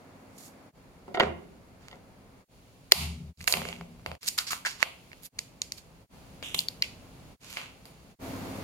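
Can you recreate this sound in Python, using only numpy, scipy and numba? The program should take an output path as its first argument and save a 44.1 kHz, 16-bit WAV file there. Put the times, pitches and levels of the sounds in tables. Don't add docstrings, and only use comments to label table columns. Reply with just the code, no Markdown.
import sys
import numpy as np
from scipy import signal
from scipy.fft import rfft, irfft, next_fast_len
from scipy.io import wavfile
from numba import njit

SR = 44100
rng = np.random.default_rng(int(sys.argv[2]) if len(sys.argv) > 2 else 0)


def wav_record(signal):
    frames = np.transpose(np.atleast_2d(signal))
    bounded = np.clip(frames, -1, 1)
    quanta = np.round(bounded * 32767).astype(np.int16)
    wavfile.write(sys.argv[1], SR, quanta)


N = 380583
RIGHT_LAG_SAMPLES = 7


def undb(db):
    return 10 ** (np.asarray(db) / 20)


def unit(x):
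    return x / np.sqrt(np.mean(x ** 2))


def decay(t, ring_s):
    return np.exp(-np.log(1000) * t / ring_s)


def band(x, hz, octaves):
    edges = hz * 2. ** (-octaves / 2), min(hz * 2. ** (octaves / 2), .45 * SR)
    return signal.sosfilt(signal.butter(2, edges, "band", fs=SR, output="sos"), x)


def add(out, s, sound):
    i = int(s * SR)
    out[:, i:i + sound.shape[1]] += sound[:, :N - i]


# f/Hz, likeness/0-1
LIKENESS = [(60, 0.76), (300, 0.86), (640, 0.48), (1400, 0.012), (3000, 0)]

def room_noise(spectrum):
    size = next_fast_len(N)
    log_f = np.log(np.arange(size // 2 + 1) * SR / size + 1)
    hz, db = np.transpose(spectrum)
    like_hz, likeness = np.transpose(LIKENESS)
    alike = np.interp(log_f, np.log(like_hz), likeness)
    colour = undb(np.interp(log_f, np.log(hz), db, left=-90, right=-90))
    mid, side = rfft(rng.standard_normal((2, size))) * colour
    mid, side = mid * np.sqrt(1 + alike), side * np.sqrt(1 - alike)
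    return unit(irfft(np.array([mid + side, mid - side]), size)[:, :N])


# f/Hz, level/dB
HUM_SPECTRUM = [(15, -46), (25, -11.5), (54, -3.5), (91, -5), (178, -4), (234, -9), (262, -11.5),
                (312, -13.5), (371, -14), (486, -13.5), (578, -14.5), (687, -15), (772, -17), (936, -18.5),
                (2500, -29.5), (3250, -58), (5500, -120)]
HISS_SPECTRUM = [(880, -30.5), (1500, -17), (2610, -0.5), (3060, -2.5), (4640, -6), (6830, -9.5),
                 (8240, -12.5), (9370, -9.5), (16000, -17)]

def kitchen_background():
    t = np.arange(N) / SR
    filters = [signal.butter(2, 200, kind, fs=SR, output="sos") for kind in ("low", "high")]
    rumble, hum = (unit(signal.sosfilt(sos, room_noise(HUM_SPECTRUM))) for sos in filters)
    hiss = room_noise(HISS_SPECTRUM)
    tones = np.zeros(N)
    for hz, size in ((100, 1.0), (265, 1.4)):
        waver = 1 + .5 * unit(band(rng.standard_normal(N), hz=2.3, octaves=7.5))
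        tones += size * np.sin(2 * np.pi * hz * t) * waver
    return rumble, hum, hiss, tones


# f/Hz, width/octaves
GRIT_BANDS = [(1200, 1.), (2500, 1.), (5200, 1.), (10200, .95)]
GRIT_SHARES = [-3.5, 1, 1, -6]
# start t/s, peak t/s, ring t/s,
# start level/dB from the peak, peak level/dB, brightness/dB per octave, rasp f/Hz, rasp boost/dB
STROKES = [(.28, 0.374, .05, -18, -76, 9.5, 5000, -18), (0.379, 0.469, 0.17, -1.5, -67, 9.5, 5500, -20),
           (1.079, 1.1, 0.09, 15, -83, -5, 700, 24.5), (1.143, 1.158, 0.059, 2, -56.5, -6.5, 700, -2),
           (1.198, 1.241, 0.13, 4, -45, -12, 700, 16), (1.808, 1.927, 0.29, -1.5, -73, -3, 2300, -22),
           (2.913, 2.932, 0.015, -6.5, -44, 5.5, 1980, 8), (3.371, 3.423, 0.14, 2, -64, 3, 2150, -2),
           (3.473, 3.545, 0.2, 7.5, -55, 11.5, 594, 2), (3.6, 3.69, 0.42, -12, -55.5, -1, 2650, 9.5),
           (4.206, 4.238, 0.12, -3, -52, 2, 4700, -18), (4.257, 4.281, 0.05, -29, -37, 6.5, 5440, -23),
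           (4.376, 4.382, 0.14, -18, -36, 1.5, 1280, -3), (4.467, 4.495, .04, -2.5, -49, 1, 5140, 3.5),
           (4.504, 4.514, 0.19, -10.5, -42, 4.5, 1300, 4), (4.65, 4.668, 0.067, -2, -51, -2, 1570, 18.5),
           (4.651, 4.662, 0.31, -15, -44.5, -0.5, 5050, 0), (4.777, 4.836, 0.037, -37, -39.5, -4, 2300, -3),
           (5.223, 5.26, 0.092, -18.5, -55, 6, 11640, 11.5),
           (5.767, 5.78, 0.097, -17, -57.5, 3.5, 4470, -6), (6.43, 6.477, 0.46, 1.5, -56, 1, 3150, 12.5),
           (6.544, 6.542, 0.032, -4, -41, 7.5, 3240, 19), (6.553, 6.587, 0.15, -24, -56, 14.5, 3260, 19),
           (6.82, 6.841, .1, -3, -56.5, 0, 2630, 19), (7.405, 7.562, 0.092, -8, -55, 0, 2290, 3.5),
           (7.564, 7.63, 0.35, 1.5, -58, -5, 2270, 7), (8.2, 8.622, 0.2, 7, -73, 1.5, 13100, 5.5)]

def rubbing():
    t = np.arange(SR // 2) / SR
    levels, out = np.zeros((len(GRIT_BANDS), N)), np.zeros((2, N))
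    grains = (rng.random(N) < 900 / SR) * undb(2.8 * rng.exponential(size=N))
    grains = unit(grains * rng.standard_normal(N))
    friction = np.array([grains, np.roll(grains, RIGHT_LAG_SAMPLES)]) + 1.2 * rng.standard_normal((2, N))
    for start, peak, ring_s, start_db, db, tilt_db, rasp_hz, rasp_db in STROKES:
        rise = max(peak - start, 1e-3)
        swell_db = np.where(t < rise, start_db * (1 - t / rise), -60 * (t - rise) / ring_s) + db
        share_db = np.array(GRIT_SHARES) + tilt_db * np.log2(np.array(GRIT_BANDS)[:, 0] / 3600)
        add(levels, start, undb(swell_db + share_db[:, None]))
        rasp = band(friction[:, int(start * SR):][:, :len(t)], rasp_hz, octaves=0.43)
        add(out, start, unit(rasp) * undb(swell_db[:rasp.shape[1]] + rasp_db))
    for k, (hz, octaves) in enumerate(GRIT_BANDS):
        out += (-1) ** k * levels[k] * unit(band(friction, hz, octaves))
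    return out * undb([[1.2], [4.]])


# f/Hz, ring t/s, level/dB
WALL_BANDS = [(266, 0.85, -1.5), (700, 0.37, 6), (1300, .4, -0.5), (2570, 0.43, 2.5), (4500, 0.35, 0.5),
              (7560, 0.46, 1.5), (11000, 0.3, 12)]

def wall_echo():
    t = np.arange(SR // 2) / SR
    tail = sum(undb(db) * band(rng.standard_normal((2, len(t))), hz, 0.8) / np.sqrt(hz) * decay(t, ring_s)
               for hz, ring_s, db in WALL_BANDS)
    return tail * np.clip((t - .003) / 0.004, 0, 1)


def ring(hz, db, ring_s, spread, stereo_rad, push_s, ragged_rad):
    t = np.arange(int(.07 * SR)) / SR
    detune = np.linspace(-1, 1, num=7) + rng.uniform(-0.35, 0.18, (len(hz), 7))
    f = hz[:, None] * (1 + np.reshape(spread, (-1, 1)) * detune)
    phase = np.pi / 2 - 2 * np.pi * f * push_s + ragged_rad * rng.standard_normal(f.shape)
    phase = phase + stereo_rad * rng.standard_normal((2,) + f.shape)
    waves = np.sin(2 * np.pi * f[..., None] * t + phase[..., None]).sum(axis=2)
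    shape = np.minimum(t / push_s, 1) ** 2 * decay(np.maximum(t - push_s, 0), ring_s[:, None])
    out = (waves * shape * undb(db)[:, None] / np.sqrt(ring_s)[:, None]).sum(axis=1)
    out[1] = np.roll(out[1], RIGHT_LAG_SAMPLES)
    return out / np.abs(out).max(axis=1, keepdims=True)


# f/Hz, level/dB, ring t/s
PLATE_TONES = [(222, -10.5, 0.42), (371, -7, 0.077), (415, -3, 0.19), (530, -1.5, 0.13),
               (695.6, 2.5, 0.047), (970, -2, 0.021), (1364, -3.5, 0.09), (1993, -4, 0.053),
               (2166, -11.5, 0.058), (3000, -8.5, 0.023), (3570, -13.5, 0.03), (4630, -21.5, 0.017),
               (6550, -38, 0.024)]
# t/s, level/dB, brightness/dB per octave, echo share/dB
SQUID_SLAPS = [(1.08, -35.5, -9, -5), (1.111, -42.5, -8.5, -3.5), (1.146, -18, 2, -3),
               (1.172, -19.5, -0.5, -6.5), (1.199, -2, 4, -25), (1.205, 1, 2, -17), (1.208, -10.5, 7, -26),
               (1.226, -11, -6, -21.5), (1.912, -40.5, 7, -7), (1.928, -35, 1.5, -8)]

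def squid_slaps():
    direct, to_walls = np.zeros((2, 2, N))
    hz, plate_db, ring_s = np.transpose(PLATE_TONES)
    for s, db, tilt_db, echo_db in SQUID_SLAPS:
        share_db = plate_db + tilt_db * np.log2(hz / 700)
        slap = ring(hz, share_db, ring_s, spread=0.062, stereo_rad=0.47, push_s=0.00074, ragged_rad=2.94)
        slap *= undb(db + np.array([[-1.1], [1.1]]))
        add(direct, s, slap)
        add(to_walls, s, slap * undb(echo_db))
    return direct, to_walls


# middle f/Hz, half the gap f/Hz, level/dB, base ring t/s
WOOD_PAIRS = [(77, 1.8, 3, 0.53), (108, 13, -13.5, 0.59), (140.7, 2.6, -9, 0.61), (170.2, 4.4, -9, 0.8),
              (213, 4, -16, 0.31), (239, 3, -21, 0.96), (398, 9.9, -29.5, .4)]
# t/s, level/dB, brightness/dB per octave, ring time multiplier
BLOWS = [(1.202, -32, 3.5, 0.74), (2.935, -38.5, 5, 4.5), (3.53, -50.5, 14, 2.4), (3.794, -43, 8, 0.38),
         (4.067, -35, -2.5, 0.48), (6.546, -49.5, 13, 0.2)]

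def table_booms():
    out, t = np.zeros((2, N)), np.arange(SR // 2) / SR
    for s, db, tilt_db, length in BLOWS:
        for hz, half_gap_hz, pair_db, ring_s in WOOD_PAIRS:
            pair = np.sin(2 * np.pi * (hz * t + rng.uniform())) * np.sin(2 * np.pi * half_gap_hz * t)
            level_db = db + pair_db + tilt_db * np.log2(hz / 78) + np.array([[7.], [5.]])
            add(out, s, pair * decay(t, ring_s * length) * undb(level_db))
    return out


# f/Hz, ring t/s, spread/fraction of f
SHELL_TONES = [(554, 0.038, 0.29), (1170, 0.0028, 0.24), (2550, 0.01, 0.24), (4370, 0.011, 0.16),
               (6020, 0.011, 0.2), (10420, 0.0072, 0.29)]
SHELL_SHARES = [-12, -8, 2, -2, -10.5, -6]
# from t/s, left minus right/dB, echo share/dB
CRAB_PLACES = [(2.9, -5, -36.5), (3.36, -4.5, -25), (4.205, 4, -26.5), (4.75, -11, -30.5),
               (5.0, -3.5, -28.5), (5.32, -1.5, -29), (6.095, 3, -28.5), (7.396, -3.5, -17.5)]
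# t/s, level/dB, its pitch f/Hz, drop below and drop above that pitch/dB per octave
SHELL_BREAKS = [(2.92, 23, 4400, 3, -3.5), (2.921, 1.5, 480, 0, 13), (3.373, -31.5, 4650, 8, 2),
                (3.406, -30, 2300, 5, 3), (3.411, -25.5, 2140, 7, -3), (3.441, -26.5, 6500, 4, -6),
                (3.476, -6, 2200, 2.5, 0.5), (3.48, -4, 2300, 1, -8), (3.497, -21, 2000, -1, 4),
                (3.51, -30, 1300, 3, 3), (3.524, -3, 4500, 0.5, -7), (3.538, -3, 2050, 0, 4.5),
                (3.57, -16, 600, -4, 2), (3.617, -20, 650, -12, 5), (3.652, -20, 2210, -9.5, 3),
                (3.687, -19.5, 620, -24, 1.5), (3.727, -21.5, 2710, -1, 4), (3.762, -36, 3070, 7, 5),
                (3.81, -27.5, 660, -10, 5.5), (3.995, -43, 1300, -2, 7), (4.061, -15, 2150, -7, 1.5),
                (4.115, -21, 640, -8, 6), (4.151, -32.5, 2300, -5, 0), (4.23, -21, 4750, 2, -5),
                (4.279, -17, 5000, 20, 6), (4.285, -7.5, 6800, 14, 12), (4.378, -21, 6800, 17.5, -9),
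                (4.387, -6.5, 4600, 9.5, 0), (4.411, -32, 1230, 7.5, -3.5), (4.472, -26, 4560, 3, -4),
                (4.507, -19.5, 6600, 7, 1), (4.521, -16, 6570, 1.5, 4.5), (4.527, -32, 1250, 19, 7),
                (4.531, -12.5, 1240, 20, 0.5), (4.653, -26, 1490, 12.5, 16), (4.66, -31, 1900, 2.5, 2),
                (4.667, -14.5, 1510, 33, 9), (4.827, -1, 2240, 1, 4), (5.116, -35, 2300, -5, 5),
                (5.13, -31.5, 2200, 9, 5.5), (5.386, -26, 6760, 8, 3), (5.389, -13.5, 6840, 10, 19),
                (5.391, -27, 5940, 10, 11), (5.617, -12, 6760, 11, 21.5), (5.72, -16, 6340, 12, 11),
                (5.782, -33, 4630, 2, -3), (6.426, -23, 800, 2.5, 5), (6.546, -16.5, 3060, -6, -9),
                (6.545, -25, 520, 0, 12), (6.59, -9, 4540, 17, 5), (6.604, -27, 4970, 10, 2),
                (6.684, -15, 4440, 15.5, 1), (6.822, -6.5, 4900, 16.5, 10.5), (6.824, -11.5, 2550, 25, 11),
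                (7.503, -30, 4260, 1, -7), (7.57, -15.5, 2250, 3.5, 5), (7.854, -32, 4500, -2.5, -8)]

def shell_cracks():
    direct, to_walls = np.zeros((2, 2, N))
    hz, ring_s, spread = np.transpose(SHELL_TONES)
    click = np.arange(512) == 0
    blurred = np.array([unit(band(click, f, 3 * width)) for f, width in zip(hz, spread)])
    blurred *= (-1.) ** np.arange(len(hz))[:, None]
    for s, db, pitch_hz, below_db, above_db in SHELL_BREAKS:
        _, pan_db, echo_db = [place for place in CRAB_PLACES if place[0] <= s][-1]
        octaves_away = np.log2(hz / pitch_hz)
        drop_db = np.where(octaves_away < 0, below_db, above_db) * np.abs(octaves_away)
        share_db = np.array(SHELL_SHARES) - drop_db + 7.5 * np.exp(-(octaves_away / 0.29) ** 2)
        pulled_hz = hz * 2 ** (-octaves_away * np.exp(-(octaves_away / .3) ** 2))
        snap = ring(pulled_hz, share_db, ring_s, spread, stereo_rad=1.0, push_s=.0012, ragged_rad=0.84)
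        add(direct, s, snap * undb(db + np.array([[pan_db], [-pan_db]]) / 2))
        smooth_snap = unit(undb(0.74 * share_db) @ blurred)
        add(to_walls, s, smooth_snap[None] * undb(db + echo_db))
    return direct, to_walls


# start t/s, end t/s, then level/dB of rumble, hum, hiss and tones
SECTIONS = [(-.1, 0.72, -65.5, -53.5, -67, -63.5), (0.722, 2.453, -59, -57, -68.5, -67.5),
            (2.478, 3.334, -59, -60.5, -66.5, -71), (3.37, 4.186, -54.5, -58.5, -66, -78),
            (4.206, 5.294, -60.5, -59, -63, -71), (5.317, 6.068, -58, -59, -67, -70.5),
            (6.09, 7.368, -54.5, -54.5, -62, -64.5), (7.392, 8.159, -58, -57.5, -64, -70),
            (8.188, 8.802, -48, -41, -52, -45)]

def scene():
    fade_in_s, fade_out_s = 0.055, 0.044
    t = np.arange(N) / SR
    cracks, cracks_to_walls = shell_cracks()
    slaps, slaps_to_walls = squid_slaps()
    walls, rubs = wall_echo(), rubbing()
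    direct = rubs + slaps + table_booms() + cracks
    to_walls = undb(-14.5) * rubs + slaps_to_walls + cracks_to_walls
    layers = kitchen_background()
    out = undb(-80) * rng.standard_normal((2, N))
    for start, end, *layer_dbs in SECTIONS:
        a, b = max(int(start * SR), 0), min(int(end * SR), N)
        echo = signal.fftconvolve(to_walls[:, a:b], walls, axes=1)[:, :b - a]
        background = sum(undb(db) * layer[..., a:b] for db, layer in zip(layer_dbs, layers))
        fade = np.clip((t[a:b] - start) / fade_in_s, 0, 1) * np.clip((end - t[a:b]) / fade_out_s, 0, 1)
        out[:, a:b] += fade * (direct[:, a:b] + background + echo)
    return out


@njit
def follow_level(x, attack_s, release_s):
    out, level = np.empty(len(x)), 0.
    for i in range(len(x)):
        level += (x[i] - level) / (SR * (attack_s if x[i] > level else release_s))
        out[i] = level
    return out


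# f/Hz, width/octaves, level/dB of the added band
MIC_RESONANCES = [(2197, 0.32, -11.5), (2722, 0.093, -9.5), (4500, 0.28, -12), (6800, 0.1, -4)]

def record(dry):
    threshold_db, ratio, top_hz = -22.5, 2.17, 16300
    heard = dry + sum(undb(db) * band(dry, hz, octaves) for hz, octaves, db in MIC_RESONANCES)
    heard[1] += undb(-10) * band(heard[1], hz=7100, octaves=2.9)
    level = follow_level(np.abs(heard).max(axis=0), attack_s=0.0033, release_s=0.026)
    gain = np.maximum(level / undb(threshold_db), 1) ** (1 / ratio - 1)
    treble_cut = signal.ellip(10, .2, 70, top_hz, fs=SR, output="sos")
    return signal.sosfilt(treble_cut, np.clip(gain * heard, -1, 1))


dry = scene()
out = record(dry)
wav_record(out)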